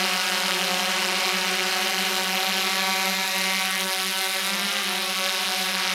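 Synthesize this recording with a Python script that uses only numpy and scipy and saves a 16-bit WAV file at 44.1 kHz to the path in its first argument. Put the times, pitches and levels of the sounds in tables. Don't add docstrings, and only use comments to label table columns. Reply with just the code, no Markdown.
import sys
import numpy as np
from scipy import signal
from scipy.fft import rfft, irfft, next_fast_len
from scipy.io import wavfile
from scipy.ndimage import uniform_filter1d, map_coordinates

SR = 44100
rng = np.random.default_rng(int(sys.argv[2]) if len(sys.argv) > 2 else 0)


def invert_db(level):
    return 10 ** (np.asarray(level, dtype=float) / 20)


def transcribe(signal):
    frames = np.atleast_2d(signal).T
    limited = np.clip(frames, -1, 1)
    pcm = np.round(limited * 32767).astype(np.int16)
    wavfile.write(sys.argv[1], SR, pcm)


N = 261947

# hum/dB, hum brightness/(dB per order), slap/dB, swish/dB, tip hiss/dB
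ROTORS = [(-7.5, -.4, -11.5, -9.5, -6), (-1.5, 0.7, -3.5, 4, -4.5), (0.5, 0.72, -5.5, 3, 2),
          (-8, 0.3, -10, -8, -9), (-1, 0, -10, -18.5, -23), (1, -0.5, -6, -10.5, -18),
          (-15, 0.5, -18, -14, -5.5)]
# hum/dB, slap/dB
FACING = [(-.7, 1), (-.5, 0), (-1, 1), (-1, 0), (-2, -4.5), (-2, -3.5), (3.5, 3)]
# hover blade rate/Hz, share of thrust, of roll, of pitch, of yaw
MIXER = [(200.91, 0.16, 0.24, -0.87, -0.47), (188.742, 1.0, -1.0, 0.0, 0.0), (187.796, 1.0, 1.0, 0.0, 0.0),
         (192.21, 0.27, 0.45, -0.5, -1.02), (183.6, 1.14, -0.19, 1.0, -0.21),
         (185.7, 0.66, -0.11, 0.98, -0.66), (195.98, 0.51, -0.86, 0.02, -0.95)]
# t/s, change/Hz
THRUST = [(0.0, -1.45), (0.44, -2.24), (1.1, -0.94), (1.32, -0.06), (1.54, -1.25), (1.87, 1.4), (2.2, -0.2),
          (2.53, 1.81), (2.86, 2.23), (3.08, 1.44), (3.19, 2.19), (3.74, 0.62), (4.18, 0.76), (4.29, 1.81),
          (4.62, -0.18), (4.84, 0.36), (5.39, -1.26), (5.94, -1.44)]
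ROLL = [(0, -3.53), (.22, -3.27), (.55, -4.97), (.77, -4.07), (.99, -.45), (1.21, -2.47), (1.87, -2.64),
        (2.09, -.82), (2.31, .05), (4.07, .97), (4.33, .1), (4.57, 9), (4.67, 11.2), (4.78, 9.2),
        (5.17, 1.16), (5.28, .94), (5.5, 4.47), (5.72, -2.81), (5.94, -3.64)]
PITCH = [(0.0, -0.35), (1.21, -2.91), (1.54, -0.41), (1.87, -2.97), (2.09, -0.05), (2.53, -1.61),
         (3.08, 0.84), (3.3, 0.41), (3.52, 1.57), (4.18, 3.0), (4.62, -2.99), (4.73, -3.25), (5.17, 2.14),
         (5.94, 4.39)]
YAW = [(0.0, 1.0), (0.66, 1.37), (0.88, -0.48), (1.65, -0.86), (1.98, -0.14), (2.09, -1.99), (2.86, 0.09),
       (3.41, -0.06), (4.4, 1.75), (4.51, -0.06), (5.06, 1.01), (5.5, -1.74), (5.72, -0.41), (5.94, -1.04)]
ROTOR_GUSTS = {0: [(.35, 0), (.55, -1.6), (.8, 0), (1.2, .4), (1.45, -1.6), (1.65, -.5), (1.85, 1.5),
               (2.15, -1), (2.5, 1.1), (2.8, 0), (5.3, 0), (5.5, 1.4), (5.75, -2.8)], 3: [(1.0, 0),
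               (1.25, 1), (1.45, -1), (1.65, 1), (1.9, 0), (2.6, 0), (2.85, -1.2), (3.2, -1.5), (3.5, 0),
               (4.45, 0), (4.65, 1.4), (4.9, 0)], 4: [(.3, .8), (.7, -.5), (.9, .5), (1.1, -1), (1.35, 1),
               (1.8, .5), (2.2, 0), (4.4, 0), (4.65, -1), (4.9, 0)], 5: [(4.4, 0), (4.65, -1), (4.9, 0)]}
NEAR_START = {1: .01, 2: .413}
INERTIA_S = .1
HUNT_TURNS, HUNT_PER_S = .018, 7

# order of blade rate, level/dB
HUM_ORDERS = [(.5, -35.5), (1, -2), (1.5, -21), (2, -3), (2.5, -26.5), (3, -2.5), (3.5, -22.5), (4, -0.5),
              (4.5, -21), (5, -6), (6, -11), (7, -10.5), (8, -7), (9, -9), (10, -27)]
BLADE_TONE_DB = [6, 0, 1.5, -1, -5, -5, 3]
TONE_PER_FASTER_DB = 110
HUM_LAG_TURNS = .3
HUM_LOST_PER_ROLL_DB = .16
SHAKE_HZ, SHAKE_DB = 30, -24
OVERLOAD = .09
HUM_DB, HUM_PER_LOAD, HUM_PER_TILT_DB = -32, 0.43, -0.5

# t/s, slap and swish level/dB
LOAD = [(0, -25), (1, -25), (1.9, -25), (2.3, -25.5), (2.6, -24.5), (3, -25.5), (3.3, -27.5), (3.5, -26),
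        (3.78, -28.5), (3.87, -25.5), (3.94, -29), (4.1, -29.5), (4.4, -28.5), (4.7, -26), (5.1, -27.5),
        (5.3, -26), (5.6, -27), (5.94, -26)]
# t/s, extra slap over swish/dB
SMOOTH_AIR = [(0, 0), (2.2, 1), (2.7, 6), (3.1, 8), (4.3, 8.5), (4.6, 5), (5.94, 3.5)]
# t/s, hiss level/dB
TIP_GUSTS = [(1.75, -7), (1.95, -5), (2.6, 2), (2.8, 2), (3.3, 6.5), (3.6, 5.5), (4.48, 7.5), (4.58, 6.5),
             (4.95, 5), (5.4, 6), (5.6, 6.5), (5.94, 0)]
# f/Hz, level/dB
SLAP = [(700, -21), (1100, -3), (1500, -3), (2100, 5.5), (2700, -2.5), (4200, -4), (5500, -8.5),
        (7000, -20.5), (9000, -43)]
# f/Hz, density/(dB per Hz)
SWISH = [(150, -25), (280, -27.5), (450, -15), (800, -18.5), (1300, -6), (2200, -4.5), (4200, -7.5),
         (5500, -10.5), (8000, -20), (11000, -28)]
TIPS = [(3500, -2.5), (6000, -10), (8000, -12), (9500, -9.5), (10100, -5.5), (11800, -5), (14100, -12),
        (15600, -18), (16500, -20)]
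RUMBLE = [(12, -59), (20, -6), (59, -13), (134, -4), (145, -21), (160, -28), (210, -34), (350, -120)]
CLEAN_DB = -.8
ECHO_T60_S, SWISH_SHARP, WASH_DB = .005, 11, -10.5
TIPS_DB, TIPS_PER_LOAD, TIPS_PER_SMOOTH, TIPS_PER_ROLL_DB = -37, 0.058, 0.11, -0.51
LULL_S, LULL_WIDTH_S, LULL_DB = 3.87, .03, -7

SWITCH_HZ = 8039.3
# blade orders above SWITCH_HZ, level/dB
WHISTLE = [(-1, -65), (2, -63), (3, -68), (4, -58), (5, -60), (6, -57), (7, -60), (9, -58), (10, -58),
           (11, -61), (12, -64), (13, -66)]

# t/s, angle step (0 level, 1 half, 2 down)
TILT = [(0, 0.14), (2.1, 0.31), (2.6, 0.81), (3.1, 0.85), (3.6, 1.64), (4.4, 1.7), (4.8, 1.63), (5.94, 1.6)]
# f/Hz, width/Hz, level flat/dB, half tilted/dB, tilted down/dB
MOUNT = [(1890, 570, -5, -7, -3.5), (2394, 21, -0.5, 6, -1), (2890, 270, 3.5, -0.5, 3),
         (3450, 150, -4.5, -1.5, 0.5), (4030, 280, -3, 2, 3.5), (4120, 120, 6, 1.5, -5.5),
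         (4410, 135, -1, -2, -4), (7500, 350, 1.5, 2.5, -4), (9100, 1300, 4, -6, 1.5),
         (10900, 710, 0.5, -3.5, -2), (14000, 3200, 8.5, -8, -4)]
# f/Hz, width/Hz
NOTCHES = [(3976, 18), (4640, 28), (5541, 40)]


def unit(x):
    return x / np.sqrt(np.mean(x ** 2) + 1e-20)


def curves(rows):
    s, *cols = np.transpose(rows)
    return np.array([np.interp(np.arange(N) / SR, s, c) for c in cols])


def wobble(rate_per_s):
    at = np.arange(0, N + 64, 64)
    knots = rng.standard_normal(int(N * rate_per_s / SR) + 4)
    return np.interp(np.arange(N), at, map_coordinates(knots, [at * rate_per_s / SR], order=2))


def filtered(x, response):
    m = next_fast_len(N + 8192)
    return irfft(rfft(x, m) * response(np.fft.rfftfreq(m, 1 / SR)), m)[:N]


def coloured(x, spectrum):
    hz, db = np.transpose(spectrum)
    return unit(filtered(x, lambda f: invert_db(np.interp(np.log(f + 1), np.log(hz), db, -120, -120))))


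def rotor_speeds():
    commands = np.array([curves(c)[0] for c in (THRUST, ROLL, PITCH, YAW)])
    mixer = np.array(MIXER)
    asked = mixer[:, :1] + mixer[:, 1:] @ commands
    for rotor, change in ROTOR_GUSTS.items():
        asked[rotor] += curves(change)[0]
    return uniform_filter1d(asked, round(INERTIA_S * SR), axis=1, mode="nearest")


def blade_turns(speeds):
    turns = np.cumsum(speeds, axis=1) / SR + rng.random((len(ROTORS), 1))
    for near, start in NEAR_START.items():
        turns[near] += start - turns[near, 0] % 1
    return turns + HUNT_TURNS * np.array([wobble(HUNT_PER_S) for _ in turns])


def hum(turns, faster):
    out = np.zeros(N)
    tilt = curves(TILT)[0]
    stall_db = HUM_LOST_PER_ROLL_DB * abs(curves(ROLL)[0]) * tilt
    tones_db = np.array(BLADE_TONE_DB)[:, None] + TONE_PER_FASTER_DB * faster
    for turn, (level_db, bright_db, *_), (facing_db, _), tone_db in zip(turns, ROTORS, FACING, tones_db):
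        rotor_db = level_db + facing_db * tilt
        for order, db in HUM_ORDERS:
            order_db = db + rotor_db + bright_db * (order - 2.5) + 2.4 * wobble(6.5)
            gain = invert_db(order_db + tone_db * (order == 1) - stall_db * (order > 1))
            phase = order * turn - HUM_LAG_TURNS * rng.random() + 0.03 * order * wobble(12)
            out -= gain * np.cos(2 * np.pi * phase)
            if order == 1:
                shaken = phase + SHAKE_HZ * np.arange(N) / SR
                out += gain * invert_db(SHAKE_DB) * np.sin(2 * np.pi * shaken)
    beats = filtered(unit(out) ** 2, lambda f: np.interp(f, [160, 205], [0, 1]))
    return unit(out) + OVERLOAD * beats


def slaps(turns, scatter_db, jitter_s, echo_db):
    out, t = np.zeros(N), np.arange(200) / SR
    for turn, (_, _, slap_db, *_), (_, facing_db) in zip(turns, ROTORS, FACING):
        passes = np.arange(np.ceil(turn[0]), turn[-1])
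        chance = rng.standard_normal((len(passes), 2))
        at = np.interp(passes, turn, np.arange(N)) + jitter_s * SR * chance[:, 0]
        tilt = np.interp(at / SR, *np.transpose(TILT))
        unequal_db = 0.14 * (passes % 2)
        size = invert_db(slap_db + facing_db * tilt + scatter_db * chance[:, 1] + unequal_db)
        train = np.bincount(np.clip(np.round(at), 0, N - 1).astype(int), size, N)
        out -= train
        mix = 1.1 * wobble(2.5)
        for share in (np.cos(mix), np.sin(mix)):
            path = unit(rng.standard_normal(len(t)) * invert_db(-60 * t / ECHO_T60_S)) / np.sqrt(len(t))
            out += invert_db(echo_db) * signal.oaconvolve(train * share, path)[:N]
    return coloured(out, SLAP)


def puffs(turns, gusts, reach_db, sharp, between_db, scatter_db):
    power = np.zeros(N)
    for turn, gain in zip(turns, invert_db(2 * (reach_db + scatter_db * gusts))):
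        power += gain * np.exp(sharp * (np.cos(2 * np.pi * turn) - 1))
    return np.sqrt(power + invert_db(2 * between_db)) * rng.standard_normal(N)


def patchy(x, depth_db):
    z = signal.stft(x, nperseg=512)[2]
    field = uniform_filter1d(uniform_filter1d(rng.standard_normal(z.shape), 7, 0), 14, 1)
    return signal.istft(z * invert_db(depth_db * unit(field)), nperseg=512)[1][:N]


def blade_swish(turns, gusts, faster):
    reach_db = np.array(ROTORS)[:, 3:4] + 45 * faster
    x = puffs(turns, gusts, reach_db, sharp=SWISH_SHARP, between_db=WASH_DB, scatter_db=1.5)
    return coloured(patchy(x, depth_db=0.6), SWISH)


def tip_hiss(turns, gusts, faster):
    reach_db = np.array(ROTORS)[:, 4:5] + 90 * faster
    between_db = -9 - 2.5 * curves(TILT)[0]
    x = puffs(turns, gusts, reach_db, sharp=14, between_db=between_db, scatter_db=2.3)
    return coloured(patchy(x, depth_db=-0.5), TIPS)


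def mount(x):
    hz, width, *angles = np.transpose(MOUNT)[:, :, None]
    tilt = np.clip(curves(TILT)[0], 0, 2)
    out = np.zeros(N)
    for step, db in enumerate(angles):
        colour = lambda f: invert_db(np.sum(db * np.exp(-((f - hz) / width) ** 2), axis=0))
        out += np.clip(1 - abs(tilt - step), 0, 1) * filtered(x, colour)
    return out


def drives(turns):
    carrier = SWITCH_HZ * np.arange(N) / SR
    out = invert_db(-61 + 1.5 * wobble(4)) * np.sin(2 * np.pi * carrier)
    for order, db in WHISTLE:
        phase = carrier + order * turns[2] + rng.random()
        out += invert_db(db + 5.5 + 2 * wobble(4)) * np.sin(2 * np.pi * phase)
    return out


def rumble():
    return invert_db(-70) * coloured(invert_db(5 * wobble(9)) * rng.standard_normal(N), RUMBLE)


def scene():
    speeds = rotor_speeds()
    turns = blade_turns(speeds)
    faster = speeds / speeds.mean(axis=1, keepdims=True) - 1
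    gusts = np.array([rng.standard_normal(int(turn[-1]) + 3)[np.round(turn).astype(int)] for turn in turns])

    body_db, smooth_db = curves(LOAD)[0], curves(SMOOTH_AIR)[0]
    load_db = body_db - body_db.mean()
    clean_db = CLEAN_DB + smooth_db
    hum_db = HUM_DB + HUM_PER_LOAD * load_db + HUM_PER_TILT_DB * curves(TILT)[0]
    tips_db = TIPS_DB + curves(TIP_GUSTS)[0] + TIPS_PER_LOAD * load_db
    tips_db += TIPS_PER_SMOOTH * smooth_db + TIPS_PER_ROLL_DB * curves(ROLL)[0]
    lull = invert_db(LULL_DB * np.exp(-((np.arange(N) / SR - LULL_S) / LULL_WIDTH_S) ** 2))

    knocks = slaps(turns, scatter_db=.8, jitter_s=.000008, echo_db=-4.5)
    swish = blade_swish(turns, gusts, faster)
    body = invert_db(clean_db / 2) * knocks + invert_db(-clean_db / 2) * swish
    blades = lull * invert_db(body_db - 2.0) * body + invert_db(tips_db) * tip_hiss(turns, gusts, faster)
    return (invert_db(hum_db) * hum(turns, faster) + mount(blades) + drives(turns) + rumble())[None]


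def low_pass(x):
    return signal.sosfilt(signal.butter(12, 15750, fs=SR, output="sos"), x)


def record(dry):
    x = dry[0]
    leaning = x - .45 * filtered(x ** 2, lambda f: np.interp(f, [400, 900], [0, 1]))
    rounded = leaning / (1 + abs(leaning / .6) ** 4) ** .25

    def response(f):
        gain = np.interp(f, [140, 172], [.6, 1])
        for c, w in NOTCHES:
            gain = gain * (c * c - f * f + .1j * f * w) / (c * c - f * f + 1j * f * w)
        return gain

    return low_pass(filtered(rounded, response)[None])


dry = scene()
out = record(dry)
transcribe(out)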